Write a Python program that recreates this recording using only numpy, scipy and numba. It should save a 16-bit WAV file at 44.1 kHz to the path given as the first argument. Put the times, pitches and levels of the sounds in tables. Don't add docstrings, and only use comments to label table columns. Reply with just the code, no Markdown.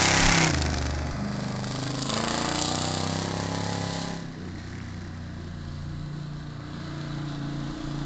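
import sys
import numpy as np
from scipy import signal
from scipy.fft import rfft, irfft, next_fast_len
from scipy.io import wavfile
from scipy.ndimage import uniform_filter1d, map_coordinates
from numba import njit

SR = 44100
rng = np.random.default_rng(int(sys.argv[2]) if len(sys.argv) > 2 else 0)


def unload_audio(sound):
    columns = np.transpose(np.atleast_2d(sound))
    steps = np.round(np.clip(columns, -1, 1) * 32767)
    wavfile.write(sys.argv[1], SR, steps.astype(np.int16))


N = 355005
TIME = np.arange(N) / SR

# (time [s], cycle rate [Hz])
CYCLE_RATE = [(0.0, 33.62), (.33, 33.62), (.49, 31.6), (.53, 26.5), (0.573, 26.03), (0.811, 23.96),
              (1.247, 25.43), (1.562, 25.07), (2.024, 26.45), (2.231, 28.27), (3.469, 33.98),
              (3.709, 34.31), (4.002, 33.71), (4.18, 33.92), (4.462, 30.37), (4.952, 30.61), (5.659, 28.8),
              (6.0, 29.4), (7.05, 29.49), (7.45, 28.32), (8.05, 28.62)]
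# (time [s], throttle [0-1])
PEDAL = [(.45, 0.65), (.55, 0), (2.05, 0.03), (2.15, 0.64), (4.1, 0.98), (4.3, 0.06), (6.4, 0.2),
         (7.0, 0.63)]
# (pressure pulse [dB], gas rush [dB], header lag [slots])
FIRING_PATTERN = [(-0.5, 2, -0.0086), (-15, -2, 0.051), (-16, 5, -.1), (-5.5, -10, 0.255),
                  (-16, -4, -0.074), (-8.5, -6.5, 0.148), (-10, -4, -0.196), (-13.5, -5, 0.28)]
# (time [s], side [0 front, 1 beside, 2 behind, 3 leaving the turn, 4 far])
FACING = [(.45, 0.12), (.6, 0.92), (1.95, 1.56), (2.2, 2.38), (2.9, 2.15), (3.3, 2.87), (4.05, 2.63),
          (4.35, 4.14)]

BLAST_S, BLAST_WIDTH_S = 0.31, 0.15
HIDDEN_S, HIDDEN_WIDTH_S = 1.22, 0.55
FAR_SHARE = 0.87


def undb(db):
    return 10 ** (np.asarray(db) / 20)


def curves(table):
    times, *columns = np.transpose(table)
    return [np.interp(TIME, times, column) for column in columns]


def bell(centre_s, width_s):
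    return np.exp(-((TIME - centre_s) / width_s) ** 2)


def drift(rate_hz):
    knots, coarse = rng.standard_normal(4096), TIME[::64]
    return np.interp(TIME, coarse, map_coordinates(knots, [coarse * rate_hz], order=3, mode="wrap"))


def steady(x):
    size = SR // 7
    return x / np.sqrt(uniform_filter1d(uniform_filter1d(x * x, size), size) + 1e-12)


def colour(x, points):
    size = 4096
    hz, db = np.transpose(points)
    bins = np.maximum(np.arange(size // 2 + 1) * SR / size, 1)
    cepstrum = irfft(np.log(undb(np.interp(np.log(bins), np.log(hz), db))))
    cepstrum[1:size // 2] *= 2
    cepstrum[size // 2 + 1:] = 0
    return signal.fftconvolve(x, irfft(np.exp(rfft(cepstrum))))[:N]


def band(x, low_hz, high_hz):
    return signal.sosfiltfilt(signal.butter(4, [low_hz, high_hz], "band", fs=SR, output="sos"), x)


@njit
def swept_band(x, hz, width):
    out, band_state, low_state = np.empty(len(x)), 0., 0.
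    for i in range(len(x)):
        g = np.tan(np.pi * hz[i] / SR)
        passed = (band_state + g * (x[i] - low_state)) / (1 + g * (g + width))
        band_state = 2 * passed - band_state
        low_state += 2 * g * passed
        out[i] = width * passed
    return out


def buffeting(breeze_db=-54, sway_db=3):
    # (time [s], half width [s], level [dB])
    air_pushes = [(.255, 0.06, -22), (5.9, 0.55, -45.5), (7.9, 0.55, -42.5)]
    # (frequency [Hz], gain [dB])
    buffet_eq = [(12, -16), (28, 9.5), (50, -10), (90, -12.5), (300, -40.5)]
    breeze = undb(breeze_db + sway_db * drift(2.0))
    swells = sum(undb(db) * bell(s, width) for s, width, db in air_pushes)
    return steady(colour(rng.standard_normal(N), buffet_eq)) * (breeze + swells)


def path(echo_m=35.4, hidden_share=0.67):
    # (time [s], distance [m])
    distance = [(0, 13.4), (.5, 14.3), (1.15, 25.2), (2.2, 24.6), (3.7, 46), (4.3, 77), (6, 102.4),
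                (8.05, 75)]
    metres, = curves(distance)
    share = FAR_SHARE / (1 + (echo_m / metres) ** 4) + hidden_share * bell(HIDDEN_S, HIDDEN_WIDTH_S / 2)
    return -20 * np.log10(metres / 10), np.clip(share, 0, 1)


def stands(x, t60_s=1.0):
    tail = rng.standard_normal(SR) * np.exp(-np.log(1000) * TIME[:SR] / t60_s)
    return signal.fftconvolve(x, tail / np.linalg.norm(tail))[:N]


def ground(x):
    # (time [s], lag [ms], gain [linear])
    reflection = [(5.1, 0.27, 0), (5.9, .26, 0.37), (7.8, 0.27, 0.27)]
    lag_ms, gain = curves(reflection)
    bounce = map_coordinates(x, [(TIME - lag_ms / 1000) * SR], order=3)
    return (x + gain * bounce) / np.sqrt(1 + gain ** 2)


def sliding_peak(x, track, width, lift_db=5):
    (hz,), (_, indirect) = curves(track), path()
    return x + (undb(lift_db * indirect) - 1) * swept_band(x, hz, width)


def crackle(peak_s=4.76, peak_db=-49, fade_db_per_s=19, pops_per_s=400, ring_s=0.0036, scatter_db=4):
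    # (frequency [Hz], gain [dB])
    pop_eq = [(1200, -5), (1950, -0.5), (2700, -16), (7500, -15.5)]
    pops = (rng.random(N) < pops_per_s / SR) * undb(scatter_db * rng.standard_normal(N))
    decays = signal.lfilter([1], [1, -np.exp(-1 / (ring_s * SR))], pops + 1e-12)
    bursts = colour(decays * rng.standard_normal(N), pop_eq)
    return steady(band(bursts, 1300, 8500)) * undb(peak_db - fade_db_per_s * abs(TIME - peak_s))


def splutter(at_s=4.43, width_s=0.08, level_db=-43):
    return steady(band(rng.standard_normal(N), 240, 483)) * bell(at_s, width_s) * undb(level_db)


def cracks(attack_s=0.001, decay_s=0.002, spread=1.5):
    # (time [s], level [dB], centre [Hz])
    hits = [(0.62, -20.5, 5300), (0.784, -25.5, 4850), (2.024, -21, 5200), (2.101, -21.5, 4800),
            (2.614, -22, 6100), (2.622, -18, 6800), (2.754, -20.5, 5200), (4.802, -38, 1870)]
    t = TIME[:2048]
    envelope = np.minimum(t / attack_s, 1) * np.exp(-np.maximum(t - attack_s, 0) / decay_s)
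    out = np.zeros(N)
    for s, db, hz in hits:
        burst = band(rng.standard_normal(len(t)), hz / spread, hz * spread)
        start = int(s * SR)
        out[start:start + len(t)] += burst / np.std(burst) * envelope * undb(db)
    return out


def crank(start_cycles=-0.62, slip_s=1.13, slip_cycles=0.43):
    (rate,), (throttle,), (_, indirect) = curves(CYCLE_RATE), curves(PEDAL), path()
    slip = slip_cycles * np.clip((TIME - slip_s) / 0.025 + 0.5, 0, 1)
    wander = 0.00075 + 0.0045 * (1 - throttle) + 0.008 * indirect ** 4
    return start_cycles + np.cumsum(rate) / SR - slip + wander * drift(18)


def burble(hold_s=0.74, echo_db=-9):
    (throttle,), (_, indirect) = curves(PEDAL), path()
    lift = np.maximum(np.interp(TIME - hold_s, TIME, throttle) - throttle, 0)
    swell = lift * (1 - indirect) + bell(BLAST_S, BLAST_WIDTH_S) / 2
    gain = undb(echo_db) * np.sqrt(indirect) + swell
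    return steady(band(rng.standard_normal(N), 110, 379)) * gain * undb(2 * drift(12))


def boom(cycles, trim_db=-1, waver_db=0.75, hump_width_hz=42, rumble_db=-33, bass_loss=0.32):
    # (time [s], level [dB])
    throb_fader = [(0.0, -31.5), (0.28, -28.5), (0.48, -40), (0.55, -28), (1.03, -31), (1.38, -48),
                   (2.09, -54), (2.88, -35.5), (3.83, -35), (4.29, -54), (4.44, -39.5), (6.01, -39),
                   (6.11, -52), (6.86, -43.5), (7.9, -64)]
    # (time [s], level [dB])
    drone_fader = [(0, -35.5), (.2, -28.5), (.45, -23.5), (.55, -34), (.95, -37), (1.9, -33), (2.35, -40),
                   (3.05, -35.5), (4.17, -36), (4.45, -46.5), (5.5, -43), (6.15, -34), (6.7, -41.5),
                   (7.05, -35), (8.05, -33)]
    # (time [s], level [dB])
    hump_fader = [(0, -32.5), (.42, -29), (.6, -35), (1.05, -42.5), (1.25, -30.5), (1.7, -36.5), (2.3, -32),
                  (3.1, -37.5), (4.0, -40.5), (4.6, -46), (6.3, -47), (7.5, -36), (8.05, -36)]
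    # (time [s], centre [Hz])
    hump_sweep = [(.4, 302), (.9, 350), (1.15, 192), (1.55, 195), (1.85, 275), (2.25, 215.9), (2.55, 298),
                  (3.05, 250), (5.5, 230), (7, 289)]
    # (order [per cycle], relative level [dB])
    hump_orders = [(7, -6.5), (8, 0.5), (9, -11.5), (10, -1), (11, 0), (12, -5.5)]
    # (order [per cycle], relative level [dB])
    rumble_orders = [(1, -15), (2, -7.5), (4, -4.5), (6, 0.5)]
    (rate,), (throttle,), (distance_db, indirect) = curves(CYCLE_RATE), curves(PEDAL), path()
    (throb_db,), (drone_db,) = curves(throb_fader), curves(drone_fader)
    (hump_db,), (centre_hz,) = curves(hump_fader), curves(hump_sweep)
    phases = np.angle(np.fft.fft(undb(np.array(FIRING_PATTERN)[:, 0])))

    def partial(order, ahead=0):
        shift = (1 + 0.82 * indirect) * drift(0.81)
        phase = 2 * np.pi * order * cycles + phases[order % len(phases)]
        return np.sqrt(2) * np.cos(phase + shift + ahead)

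    throb = partial(3) * undb(throb_db + waver_db * drift(13))
    dip_s, dip_width_s, dip_db, swing_rad = 7.78, 0.047, -33, 2.63
    swing = swing_rad * np.tanh((TIME - dip_s) / dip_width_s) / 2
    drone_db += dip_db * bell(dip_s, dip_width_s)
    drone = partial(5, ahead=swing) * undb(drone_db + waver_db * drift(14))
    hump = 0
    for order, db in hump_orders:
        resonance = 0.5 + np.exp(-((order * rate - centre_hz) / hump_width_hz) ** 2)
        hump += partial(order) * resonance * undb(db + 3.5 * drift(9))
    weak = sum(partial(order) * undb(db + 5 * drift(7)) for order, db in rumble_orders)
    rumble = undb(-4.5) * steady(weak) + burble()
    rumble *= undb(rumble_db + 0.5 * throttle + bass_loss * distance_db)
    return (throb + drone + steady(hump) * undb(hump_db)) * undb(trim_db) + rumble


def howl(cycles, pipe_hz=800, pipe_width_hz=120, pipe_db=2.5, muffler_hz=1070):
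    # (order [per cycle], relative level [dB])
    howl_orders = [(15, -2), (16, -0.5), (18, 0.5), (19, 2.5), (23, -1), (24, -0.5), (25, 2.5), (29, -4),
                   (30, -3)]
    (rate,), (side,) = curves(CYCLE_RATE), curves(FACING)
    rushing = np.maximum(1 - side, 0)
    tones = 0
    for order, db in howl_orders:
        hz = order * rate
        resonance_db = pipe_db * np.exp(-((hz - pipe_hz) / pipe_width_hz) ** 2)
        waver_db = 3 * drift(2.9) + 5 * rushing * drift(28.6)
        gain = undb(db + resonance_db + waver_db) / (1 + (hz / muffler_hz) ** 8)
        tones += gain * np.cos(2 * np.pi * order * cycles + drift(1.172))
    return steady(tones * undb(2 * drift(30)))


def shocks(cycles, level_db=-13, push_s=0.00094, second_lag_cycles=0.21, second_db=-6, fade_db=-9):
    (throttle,), (side,), (_, indirect) = curves(PEDAL), curves(FACING), path()
    counts = np.floor(cycles), np.floor(cycles - second_lag_cycles)
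    first, second = (np.diff(count, prepend=count[0]) > 0 for count in counts)
    age = TIME[:1024] / push_s
    fronts = signal.fftconvolve(first + undb(second_db) * second, (1 - age) * np.exp(-age))[:N]
    return fronts * np.sqrt(throttle) * np.clip(4 - side, 0, 1) * undb(level_db + fade_db * indirect)


def firings(cycles, jitter_slots=0.038, decay_slots=0.77, leaving_db=4):
    (throttle,), (side,) = curves(PEDAL), curves(FACING)
    slots, number = len(FIRING_PATTERN), np.arange(4096)
    pulse_db, gas_db, lag = np.array(FIRING_PATTERN)[number % slots].T
    pulse_scatter, gas_scatter, lag_scatter = rng.standard_normal((len(number), 3)).T
    arrived = np.interp((cycles + 1) * slots, number + lag + jitter_slots * lag_scatter, number)
    firing = arrived.astype(int)
    onsets = np.maximum(np.diff(firing, prepend=firing[0]), 0)
    pulses = onsets * undb(pulse_db - 1.3 * pulse_scatter)[firing]
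    contrast = 1 + 0.12 * (1 - throttle) - 0.25 * np.maximum(1 - side, 0)
    rush_db = (gas_db + 2 * gas_scatter)[firing] * contrast
    rush_db += leaving_db * np.maximum(1 - abs(side - 3), 0) * (firing % slots == 0)
    rush = undb(rush_db) * np.exp(-(arrived - firing) / decay_slots)
    rush = uniform_filter1d(rush, size=45)
    return steady(pulses), steady(rush * rng.standard_normal(N))


def underbody(pulses, ring_s=0.017, rattle_db=-4, paths=6):
    t = TIME[:2048]
    rings = rng.standard_normal((paths, len(t))) * np.exp(-t / ring_s)
    rattle = sum(drift(2.75) * signal.fftconvolve(pulses, ring)[:N] for ring in rings)
    return steady(pulses + undb(rattle_db) * steady(rattle))


def radiate(x, low_hz, high_hz, wet):
    # (frequency [Hz], gain [dB])
    front_eq = [(400.0, -2.5), (540.0, -0.5), (840.0, 0.5), (1020.0, -5), (2130.0, 1.5), (3160.0, -19.5),
                (5710.0, -16.5), (7300.0, -18.5)]
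    beside_eq = [(400.0, 5.5), (420.0, -3.5), (760.0, 5.5), (1020.0, -9), (1590.0, -1), (2600.0, -10.5),
                 (2870.0, -18.5), (5170.0, -15), (7300.0, -20)]
    behind_eq = [(400.0, -8.5), (560.0, 5), (690.0, -3), (1050.0, -2), (2440.0, -13.5), (4790.0, -9),
                 (5670.0, -22), (7300.0, -9)]
    leaving_eq = [(400.0, -4), (560, -3), (820.0, -4.5), (1250.0, -12.5), (1750.0, -5.5), (2440.0, -13.5),
                  (3020.0, -15), (4220.0, -14.5), (7300.0, -17)]
    far_eq = [(400.0, -10), (650.0, -4), (880.0, -10.5), (1070.0, -4), (1510.0, -0.5), (1840.0, -4),
              (2350.0, -11.5), (2730.0, -7), (5000.0, -6.5), (5710.0, -10), (7300.0, -15.5)]
    (side,), (_, indirect) = curves(FACING), path()
    share = np.clip(wet * indirect, 0, 1)
    heard = np.sqrt(1 - share) * x + np.sqrt(share) * stands(x)
    blend = 0
    for k, eq in enumerate((front_eq, beside_eq, behind_eq, leaving_eq, far_eq)):
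        crossfade = np.maximum(1 - abs(side - k), 0)
        blend += crossfade * steady(band(colour(heard, eq), low_hz, high_hz))
    return steady(blend)


def exhaust(cycles, throttle_db=8.5, pulse_drive_db=10, blur_db=13, tip_in_s=0.47):
    # (howl [dB], bark [dB], growl [dB], rasp [dB])
    side_mix = [(-38, -33.5, -29, -27), (-40.5, -34, -32, -29.5), (-35.5, -36, -37, -28.5),
                (-36.5, -36.5, -39.5, -36.5), (-41.5, -36, -38, -39)]
    # (time [s], centre [Hz])
    growl_sweep = [(2.3, 1147), (3.6, 1740), (4.6, 1900), (6, 1430), (8.05, 1248)]
    # (time [s], centre [Hz])
    rasp_sweep = [(2.7, 4700), (3.9, 4170), (7.1, 4050), (7.9, 3450)]
    (throttle,), (side,), (distance_db, indirect) = curves(PEDAL), curves(FACING), path()
    howl_db, bark_db, growl_db, rasp_db = (np.interp(side, range(5), db) for db in np.transpose(side_mix))
    hidden, blast = bell(HIDDEN_S, HIDDEN_WIDTH_S), bell(BLAST_S, BLAST_WIDTH_S)
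    flare = bell(2.66, 0.15)
    snap = bell(0.517, 0.02)
    tip_in = np.maximum(throttle - np.interp(TIME - tip_in_s, TIME, throttle), 0)
    pulses, gas = firings(cycles)
    pulse_db = pulse_drive_db * (throttle - 0.5) - blur_db * (indirect / FAR_SHARE) ** 8
    pulses = underbody(pulses) * undb(pulse_db)
    bark = radiate(pulses + undb(-12 + 8.5 * blast) * gas, 310, 1140, wet=0.71) * undb(bark_db)
    mids = (bark + howl(cycles) * undb(howl_db)) * undb(1.5 * throttle)
    growl = radiate(undb(-2) * pulses + gas, 946, 2810, wet=1.15)
    growl *= undb(growl_db - 4.5 * hidden + 7.5 * tip_in + 3 * blast)
    growl = sliding_peak(growl, growl_sweep, width=0.31)
    rasp = radiate(undb(-24) * pulses + gas, 2720, 8580, wet=0.79)
    rasp *= undb(rasp_db - 11 * hidden + 2.5 * flare + drift(13))
    rasp = sliding_peak(ground(rasp), rasp_sweep, width=0.12)
    return (mids + shocks(cycles) + growl + rasp) * undb(distance_db + throttle_db * throttle - 3 * snap)


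def scene():
    cycles = crank()
    return (boom(cycles) + exhaust(cycles) + cracks() + crackle() + splutter() + buffeting())[None]


def record(dry, positive_limit=0.25, negative_limit=0.17, top_hz=8900):
    limit = np.where(dry > 0, positive_limit, negative_limit)
    clipped = dry / (1 + (dry / limit) ** 6) ** (1 / 6)
    size = next_fast_len(N + SR)
    hz = np.fft.rfftfreq(size, 1 / SR)
    rolloff_db = np.interp(hz, [7450, 7900, 8400, top_hz], [0, -12.5, -12, -18.5])
    cut = 1 / (1 + (hz / top_hz) ** 90)
    return irfft(rfft(clipped, size) * undb(rolloff_db) * cut, size)[:, :N]


dry = scene()
out = record(dry)
unload_audio(out)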